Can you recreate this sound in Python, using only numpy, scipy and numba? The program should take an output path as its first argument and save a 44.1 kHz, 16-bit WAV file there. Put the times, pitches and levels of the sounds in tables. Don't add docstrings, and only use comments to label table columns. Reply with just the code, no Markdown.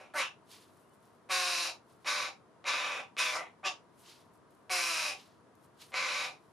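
import sys
import numpy as np
from scipy import signal
from scipy.fft import rfft, irfft
from scipy.io import wavfile
from scipy.ndimage import uniform_filter1d
from numba import njit

SR = 44100
rng = np.random.default_rng(int(sys.argv[2]) if len(sys.argv) > 2 else 0)


def to_wav(sig):
    pcm = np.clip(np.atleast_2d(sig), -1, 1) * 32767
    pcm = np.round(pcm).astype(np.int16)
    wavfile.write(sys.argv[1], SR, pcm.T)


N = 287708

# start_s, attack_s, length_s (up to the release), start_below_peak_db, peak_db (before settling), sag_db,
# release_db_per_s, high_side_hz first, last, low_side_hz first, last, high_over_low_db first, last,
# roughness_0_to_1 first, last, beak_db first, last, windpipe_db first, last, chest_db first, last,
# top_hiss_db first, last, windpipe_hz, throat_hz first, last, gape_hz first, last, gape_strength_db
CAWS = [ (-.1, .03, .125, 20, -48.5, 1, 200, 520, 520, 299, 301, -8, -4, .7, .7, -20, -15, -4, -4, -4, -5, -18, -22, 590, 2400, 2400, 3800, 3850, 6),
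        (.138, .065, .1, 17, -28.5, 1, 340, 590, 505, 300, 320, -8, 8, .5, .38, -9, -10, -6, -17.5, -11, -2.5, -8, -23, 720, 1350, 2720, 4200, 3720, 8),
        (1.29, .036, .4, 18, -29, 3, 370, 540, 521, 377, 338, -2, -7, .14, .3, -5.5, -3, -15, -13, -4, -8, -12.5, -12.5, 660, 2480, 2600, 3850, 3960, 10.5),
        (2.047, .04, .225, 20, -30.5, 3, 340, 508, 505, 300, 289, -6, 1, .38, .55, -4.5, -6, -17, -13.5, -5, -4, -15.5, -20, 625, 2400, 2360, 3800, 3790, 11),
        (2.64, .046, .37, 28, -29, 8, 340, 510, 496, 288, 290, 0, -5, .42, .42, -5.5, -13, -17, -8, -5.5, -4, -22.5, -25, 620, 2340, 2450, 3820, 3570, 11),
        (3.166, .028, .2, 27, -28, 6, 320, 514, 496, 322, 306, 0, -4, .18, .26, -5.5, -7.5, -19, -10.5, -6.5, -6, -13.5, -19, 625, 2510, 2270, 3620, 3580, 9),
        (3.345, .02, .09, 3, -31.5, 8, 300, 505, 500, 314, 325, -4, -10, .25, .6, -6.5, -21, -11, -3, -2.5, -8, -19, -28, 680, 1900, 2080, 4000, 3940, 0.5),
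        (3.63, .036, .036, 31, -26, 0.5, 335, 550, 572, 372, 386, 8, 1, .35, .25, -10, -4, -19, -14, -1.5, -6, -30, -24, 645, 2650, 2780, 3520, 3560, 7),
        (4.696, .028, .415, 14, -29.5, 3, 330, 535, 495, 367, 296, -4, -14, .16, .28, -5.5, -5, -13, -14.5, -6.5, -8, -10, -13, 655, 2400, 2540, 4020, 3850, 5.5),
        (5.921, .045, .34, 20, -31, 2, 280, 515, 509, 289, 293, 2, -4, .3, .42, -9, -6.5, -15, -13.5, -5.5, -5.5, -26, -18, 640, 2290, 2360, 4020, 3800, 11),
        ]
# time_s, click_level_db (before gain and band-pass)
SYRINX_POPS = [(0.138, -39), (2.046, -34), (2.643, -27.5), (3.168, -20), (4.696, -22.5), (5.92, -33)]
# centre_hz, width_hz, level_db
CHEST_MODES = [(1028, 109, -1.5), (1139, 75, 1.5), (1554, 440, -3.5)]
BEAK_MODES = [(5075, 650, 6), (5896, 176, 10.5), (6020, 1630, 2), (7604, 740, -3.5)]
TOP_MODES = [(9350, 3260, 4), (11330, 3200, -15)]
# time_s, pitch_hz, level_db
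SQUEAK = [(.825, 2760, -92), (.84, 2800, -80), (.865, 2870, -78), (.92, 2990, -84), (.95, 3020, -92)]
# time_s, click_level_db (before gain and resonance)
FEED_TICKS = [(0.6994, -64), (0.8144, -62), (0.8944, -57), (0.9344, -58), (1.0051, -61), (1.055, -55),
              (1.1498, -58), (1.8996, -54), (4.336, -61), (4.356, -57), (4.375, -63), (4.5077, -54),
              (4.5494, -59), (5.5536, -52), (5.6431, -60), (5.8185, -41)]
# loudest_s, rise_s_per_20_db, fall_s_per_20_db, level_db, fine_scratching_db
RUSTLES = [(.518, .04, .14, -54.5, -59), (.62, .05, .15, -68, -69), (.77, .08, .2, -80, -72),
           (.94, .03, .05, -79, -71), (1.03, .03, .3, -78, -75), (1.91, .06, .12, -72.5, -72),
           (2.03, .04, .05, -75, -73), (4.0, .04, .1, -76, -65), (4.1, .11, .12, -54, -62),
           (4.21, .05, .07, -69, -73), (4.34, .025, .05, -88, -72), (4.515, .025, .2, -84, -75),
           (5.19, .05, .155, -58, -68), (5.645, .08, .06, -76, -71), (5.822, .043, .09, -53.5, -59),
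           (5.905, .03, .03, -78, -67), (6.36, .05, .06, -75, -84), (6.44, .06, .3, -82, -78)]
# frequency_hz, level_db_per_hz (relative)
RUSTLE_SPECTRUM = [(300, -50), (900, -8), (1800, -7), (3000, -1.5), (4200, -1), (6500, -7.5), (9000, -17.5),
                   (12000, -40)]
SCRATCH_SPECTRUM = [(3000, -55), (5000, -17), (7500, -10), (10000, -3.5), (12500, -7.5), (15500, -12)]
# time_s, lag_ms
FLOOR_LAG = [(1.5, 5.31), (2.2, 5.26), (2.8, 5.15), (3.3, 5.13), (4.9, 5.24), (6.1, 5.26)]
# lag_ms, level_db
FURNITURE_ECHOES = [(4.0, -19), (5.5, -28.5)]
# frequency_hz, level_db_per_hz (relative)
HUM_SPECTRUM = [(15, -60.5), (25, -46), (104, -5.5), (433, -5.5), (581, -10.5), (647, -6.5), (847, -14),
                (944, -7), (1140, -10.5), (2060, -22.5), (2350, -26.5), (4140, -31), (8790, -36.5),
                (9790, -30.5), (15500, -57)]
# frequency_hz, left_right_likeness_0_to_1
HUM_LIKENESS = [(60, 0.93), (240, 0.55), (950, 0.65), (3770, 0.23), (15000, 0.21)]
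# frequency_hz, left_over_right_db
HUM_BALANCE = [(60, 4), (240, 2.0), (950, 1.5), (3770, 1.5), (15000, -2)]

THROAT_WIDTH_HZ, GAPE_WIDTH_HZ, WINDPIPE_WIDTH_HZ = 357, 320, 230
SETTLE_DB, SETTLE_S = 2.5, .04
RELEASE_KNEE_S = .018
TRACT_LAG_S = .01

START_HIGH_PER_DB, START_LOW_PER_DB = .004, .003
TAIL_LOW_PER_DB = .004
START_ROUGH_PER_DB, TAIL_ROUGH_PER_DB = .015, .025
START_BEAK_PER_DB, START_TOP_PER_DB, START_THROAT_HZ_PER_DB = .8, .55, 18
START_PIPE_PER_DB, TAIL_PIPE_PER_DB = .5, .7
START_PIPE_HZ_PER_DB, TAIL_PIPE_HZ_PER_DB = 4.5, 12
TAIL_BEAK_PER_DB, TAIL_TOP_PER_DB, TAIL_CHEST_PER_DB = .15, .3, .3
TAIL_FULL_DB = 14
PIPE_MOST_DB = -3.5

TICK_HZ, TICK_T60_S = 10400, 0.0025
SCRATCH_STRETCH = 1.3
FLOOR_ECHO_DB = -9
ROOM_T60_S, WALL_CUT_HZ, ROOM_DB = 0.16, 11800, -11
HUM_DB = -62
MIC_DROOP_HZ, CUTOFF_HZ = 11770, 15450


def crow():
    gain, source, shares, tract = caw_controls()
    high_hz, low_hz, lead_db, rough = source
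    windpipe_hz, throat_hz, gape_hz, gape_db = tract
    snaps, hiss = syrinx(high_hz, low_hz, lead_db, rough)
    rasp = snaps + 0.24 * rough * hiss
    airy = snaps + 0.36 * hiss

    windpipe = resonate(snaps + 0.089 * rough * hiss, windpipe_hz, WINDPIPE_WIDTH_HZ, SR)
    windpipe = band(windpipe, 200, 1065)
    chest = band(modes(rasp, CHEST_MODES), 577, 2280)
    throat = resonate(rasp, throat_hz, THROAT_WIDTH_HZ, SR)
    throat = resonate(throat, throat_hz, 2400.0, SR)
    gape = from_db(gape_db) * resonate(rasp, gape_hz, GAPE_WIDTH_HZ, SR)
    beak = band(modes(rasp, BEAK_MODES) - gape, 2640, 9220)
    top = -band(modes(airy, TOP_MODES), 6300, 15000)

    throat_share = np.sqrt(np.clip(1 - np.sum(shares ** 2, axis=0), .02, 1))
    voice = throat_share * evened(throat)
    for share, part in zip(shares, (windpipe, chest, beak, top)):
        voice += share * evened(part)
    return gain * voice


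def caw_controls():
    t, table = np.arange(N) / SR, np.array(CAWS)
    latest = np.searchsorted(table[:, 0], t) - 1
    (start, attack, length, below_db, peak_db, sag_db, release,
     high0, high1, low0, low1, lead0, lead1, rough0, rough1,
     beak0, beak1, pipe0, pipe1, chest0, chest1, top0, top1,
     pipe_hz, throat0, throat1, gape0, gape1, gape_db) = table[latest].T
    age = t - start
    along = np.clip(age / length, 0, 1)

    def glide(first, last):
        return first + (last - first) * along

    missing = below_db * np.clip(1 - age / attack, 0, 1) ** 2
    lost = release * RELEASE_KNEE_S * np.logaddexp(0, (age - length) / RELEASE_KNEE_S)
    tail = np.minimum(lost, TAIL_FULL_DB)
    eased = SETTLE_DB * (1 - np.exp(-np.maximum(age - attack, 0) / SETTLE_S))
    level_db = peak_db - missing - eased - sag_db * along - lost
    gain = uniform_filter1d(from_db(level_db), size=SR // 500)

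    high_hz = glide(high0, high1) * (1 + START_HIGH_PER_DB * missing)
    low_hz = glide(low0, low1) * (1 + START_LOW_PER_DB * missing - TAIL_LOW_PER_DB * tail)
    rough = glide(rough0, rough1) + START_ROUGH_PER_DB * missing + TAIL_ROUGH_PER_DB * tail
    source = high_hz, low_hz, glide(lead0, lead1), np.clip(rough, 0, 1)

    pipe_db = glide(pipe0, pipe1) + START_PIPE_PER_DB * missing + TAIL_PIPE_PER_DB * tail
    chest_db = glide(chest0, chest1) - TAIL_CHEST_PER_DB * tail
    beak_db = glide(beak0, beak1) - START_BEAK_PER_DB * missing - TAIL_BEAK_PER_DB * tail
    top_db = glide(top0, top1) - START_TOP_PER_DB * missing - TAIL_TOP_PER_DB * tail
    shares_db = [np.minimum(pipe_db, PIPE_MOST_DB), chest_db, beak_db, top_db]
    lag = int(TRACT_LAG_S * SR)
    shares = uniform_filter1d(from_db(np.minimum(shares_db, 0)), size=lag)

    windpipe_hz = pipe_hz + START_PIPE_HZ_PER_DB * missing + TAIL_PIPE_HZ_PER_DB * tail
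    throat_hz = glide(throat0, throat1) - START_THROAT_HZ_PER_DB * missing
    tract = np.array((windpipe_hz, throat_hz, glide(gape0, gape1), gape_db))
    return gain, source, shares, uniform_filter1d(tract, size=lag)


def syrinx(high_hz, low_hz, lead_db, rough):
    high, low = np.cumsum(high_hz) / SR, np.cumsum(low_hz) / SR
    snaps, hiss = np.zeros(N), np.zeros(N)
    for own, other, side_db in ((high, low, lead_db / 2), (low, high, -lead_db / 2)):
        hoarse = rough * from_db(3.0 * drift(12))
        wander = np.cumsum(hoarse * 18.0 * drift(25)) / SR
        pull = .025 * np.sin(2 * np.pi * other)
        jitter = hoarse * .11 * drift(120)
        shaken = np.maximum.accumulate(own + wander + pull + jitter)
        snap = np.diff(np.floor(shaken), prepend=0)
        force = (1 + 0.17 * np.cos(2 * np.pi * other)) * from_db(hoarse * 5.5 * rng.standard_normal(N))
        snaps -= from_db(side_db + rough * 3.53 * drift(30.5)) * force * snap
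        pulsing = 1 + .6 * np.cos(2 * np.pi * shaken)
        hiss += from_db(side_db) * pulsing * rng.standard_normal(N)
    return snaps, hiss


def syrinx_pops():
    return from_db(8.5) * band(clicks_at(SYRINX_POPS) + 1e-18, 300, 3700)


def feed_ticks():
    decay = from_db(-60 / (TICK_T60_S * SR))
    envelope = signal.lfilter([1], [1, -decay], clicks_at(FEED_TICKS) + 1e-18)
    burst = envelope * rng.standard_normal(N)
    return from_db(2.5) * resonate(burst, np.full(N, float(TICK_HZ)), 6000., SR)


def squeak():
    t = np.arange(N) / SR
    hz, level_db = in_time(SQUEAK)
    inside_s = np.minimum(t - SQUEAK[0][0], SQUEAK[-1][0] - t)
    fade = np.clip(inside_s / .002 + 1, 0, 1)
    return from_db(level_db + 3.3 * drift(40)) * fade * np.sin(2 * np.pi * np.cumsum(hz) / SR)


def rustle():
    s, rise, fall, level_db, fine_db = np.array(RUSTLES).T[:, :, None]
    t = np.arange(0, N + 64, 64) / SR
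    away_db = 20 * np.maximum((s - t) / rise, (t - s) / fall)

    def swells(db):
        return np.interp(np.arange(N) / SR, t, np.sqrt(np.sum(from_db(db) ** 2, axis=0)))

    likeness = [(1000, 0.87), (12000, 0.75)]     # Hz, left-right likeness
    soft = from_db(1.4 * drift(43)) * coloured(RUSTLE_SPECTRUM, likeness)
    scratching = from_db(2.0 * drift(80)) * coloured(SCRATCH_SPECTRUM, likeness)
    return swells(level_db - away_db) * soft + swells(fine_db - away_db / SCRATCH_STRETCH) * scratching


def echoes(x):
    out = from_db(FLOOR_ECHO_DB) * delayed(x, in_time(FLOOR_LAG)[0])
    for lag_ms, db in FURNITURE_ECHOES:
        out += from_db(db) * delayed(x, lag_ms)
    return out


def bedroom(x):
    out, dull = np.zeros((2, N)), np.exp(-2 * np.pi * WALL_CUT_HZ / SR)
    lags = (rng.uniform(.006, .026, size=16) * SR).astype(int)
    for k, lag in enumerate(lags):
        loop, state = x.copy(), [0.]
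        gain = from_db(-60 * lag / SR / ROOM_T60_S)
        for i in range(lag, N, lag):
            back, state = signal.lfilter([gain * (1 - dull)], [1, -dull], loop[i - lag:i], zi=state)
            loop[i:i + lag] += back[:N - i]
        out[k % 2] += (loop - x) * (-1) ** (k // 2)
    return out


def room_tone():
    left_over_right_db = at_hz(HUM_BALANCE, bin_hz())
    lean = from_db(left_over_right_db * [[.5], [-.5]])
    return from_db(HUM_DB) * irfft(rfft(coloured(HUM_SPECTRUM, HUM_LIKENESS)) * lean, N)


def from_db(db):
    return 10 ** (np.asarray(db) / 20)


def rms_one(x):
    return x / np.sqrt(np.mean(x ** 2) + 1e-20)


def evened(x):
    return x / np.sqrt(uniform_filter1d(x ** 2, size=SR // 25) + 1e-12)


def in_time(table):
    s, *columns = np.array(table).T
    return [np.interp(np.arange(N) / SR, s, column) for column in columns]


def clicks_at(table):
    clicks = np.zeros(N)
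    for s, db in table:
        clicks[round(s * SR)] = from_db(db)
    return clicks


def bin_hz():
    return np.maximum(np.arange(N // 2 + 1) * SR / N, 1)


def at_hz(points, hz):
    point_hz, values = np.array(points).T
    return np.interp(np.log(hz), np.log(point_hz), values)


def drift(rate_hz):
    r = np.exp(-2 * np.pi * rate_hz / SR)
    slow = signal.lfilter([1], [1, -2 * r, r * r], rng.standard_normal(N + SR))
    return rms_one(slow[SR:])


def coloured(spectrum, likeness):
    hz = bin_hz()
    mid, side = rfft(rng.standard_normal((2, N))) * from_db(at_hz(spectrum, hz))
    alike = np.clip(at_hz(likeness, hz), 0, 1)
    return rms_one(irfft(np.sqrt(1 + alike) * mid + np.sqrt(1 - alike) * side * [[1], [-1]], N))


@njit
def resonate(x, hz, width_hz, sr):
    y, r = np.zeros(len(x)), np.exp(-np.pi * width_hz / sr)
    for i in range(2, len(x)):
        drive = (1 - r * r) / 2 * (x[i] - x[i - 2])
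        y[i] = drive + 2 * r * np.cos(2 * np.pi * hz[i] / sr) * y[i - 1] - r * r * y[i - 2]
    return y


def modes(x, table):
    out = np.zeros(N)
    for k, (hz, width_hz, db) in enumerate(table):
        out += (-1) ** k * from_db(db) * resonate(x, np.full(N, float(hz)), width_hz, SR)
    return out


def band(x, low_hz, high_hz):
    return signal.sosfilt(signal.butter(3, [low_hz, high_hz], "band", fs=SR, output="sos"), x)


def delayed(x, lag_ms):
    return np.interp(np.arange(N) - lag_ms * SR / 1000, np.arange(N), x, left=0)


def scene():
    middle = crow() + syrinx_pops() + feed_ticks() + squeak()
    return middle + echoes(middle) + from_db(ROOM_DB) * bedroom(middle) + rustle() + room_tone()


def record(dry):
    heard = signal.sosfilt(signal.butter(2, MIC_DROOP_HZ, fs=SR, output="sos"), dry)
    return signal.sosfilt(signal.ellip(10, .5, 70, CUTOFF_HZ, fs=SR, output="sos"), heard)


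dry = scene()
out = record(dry)
to_wav(out)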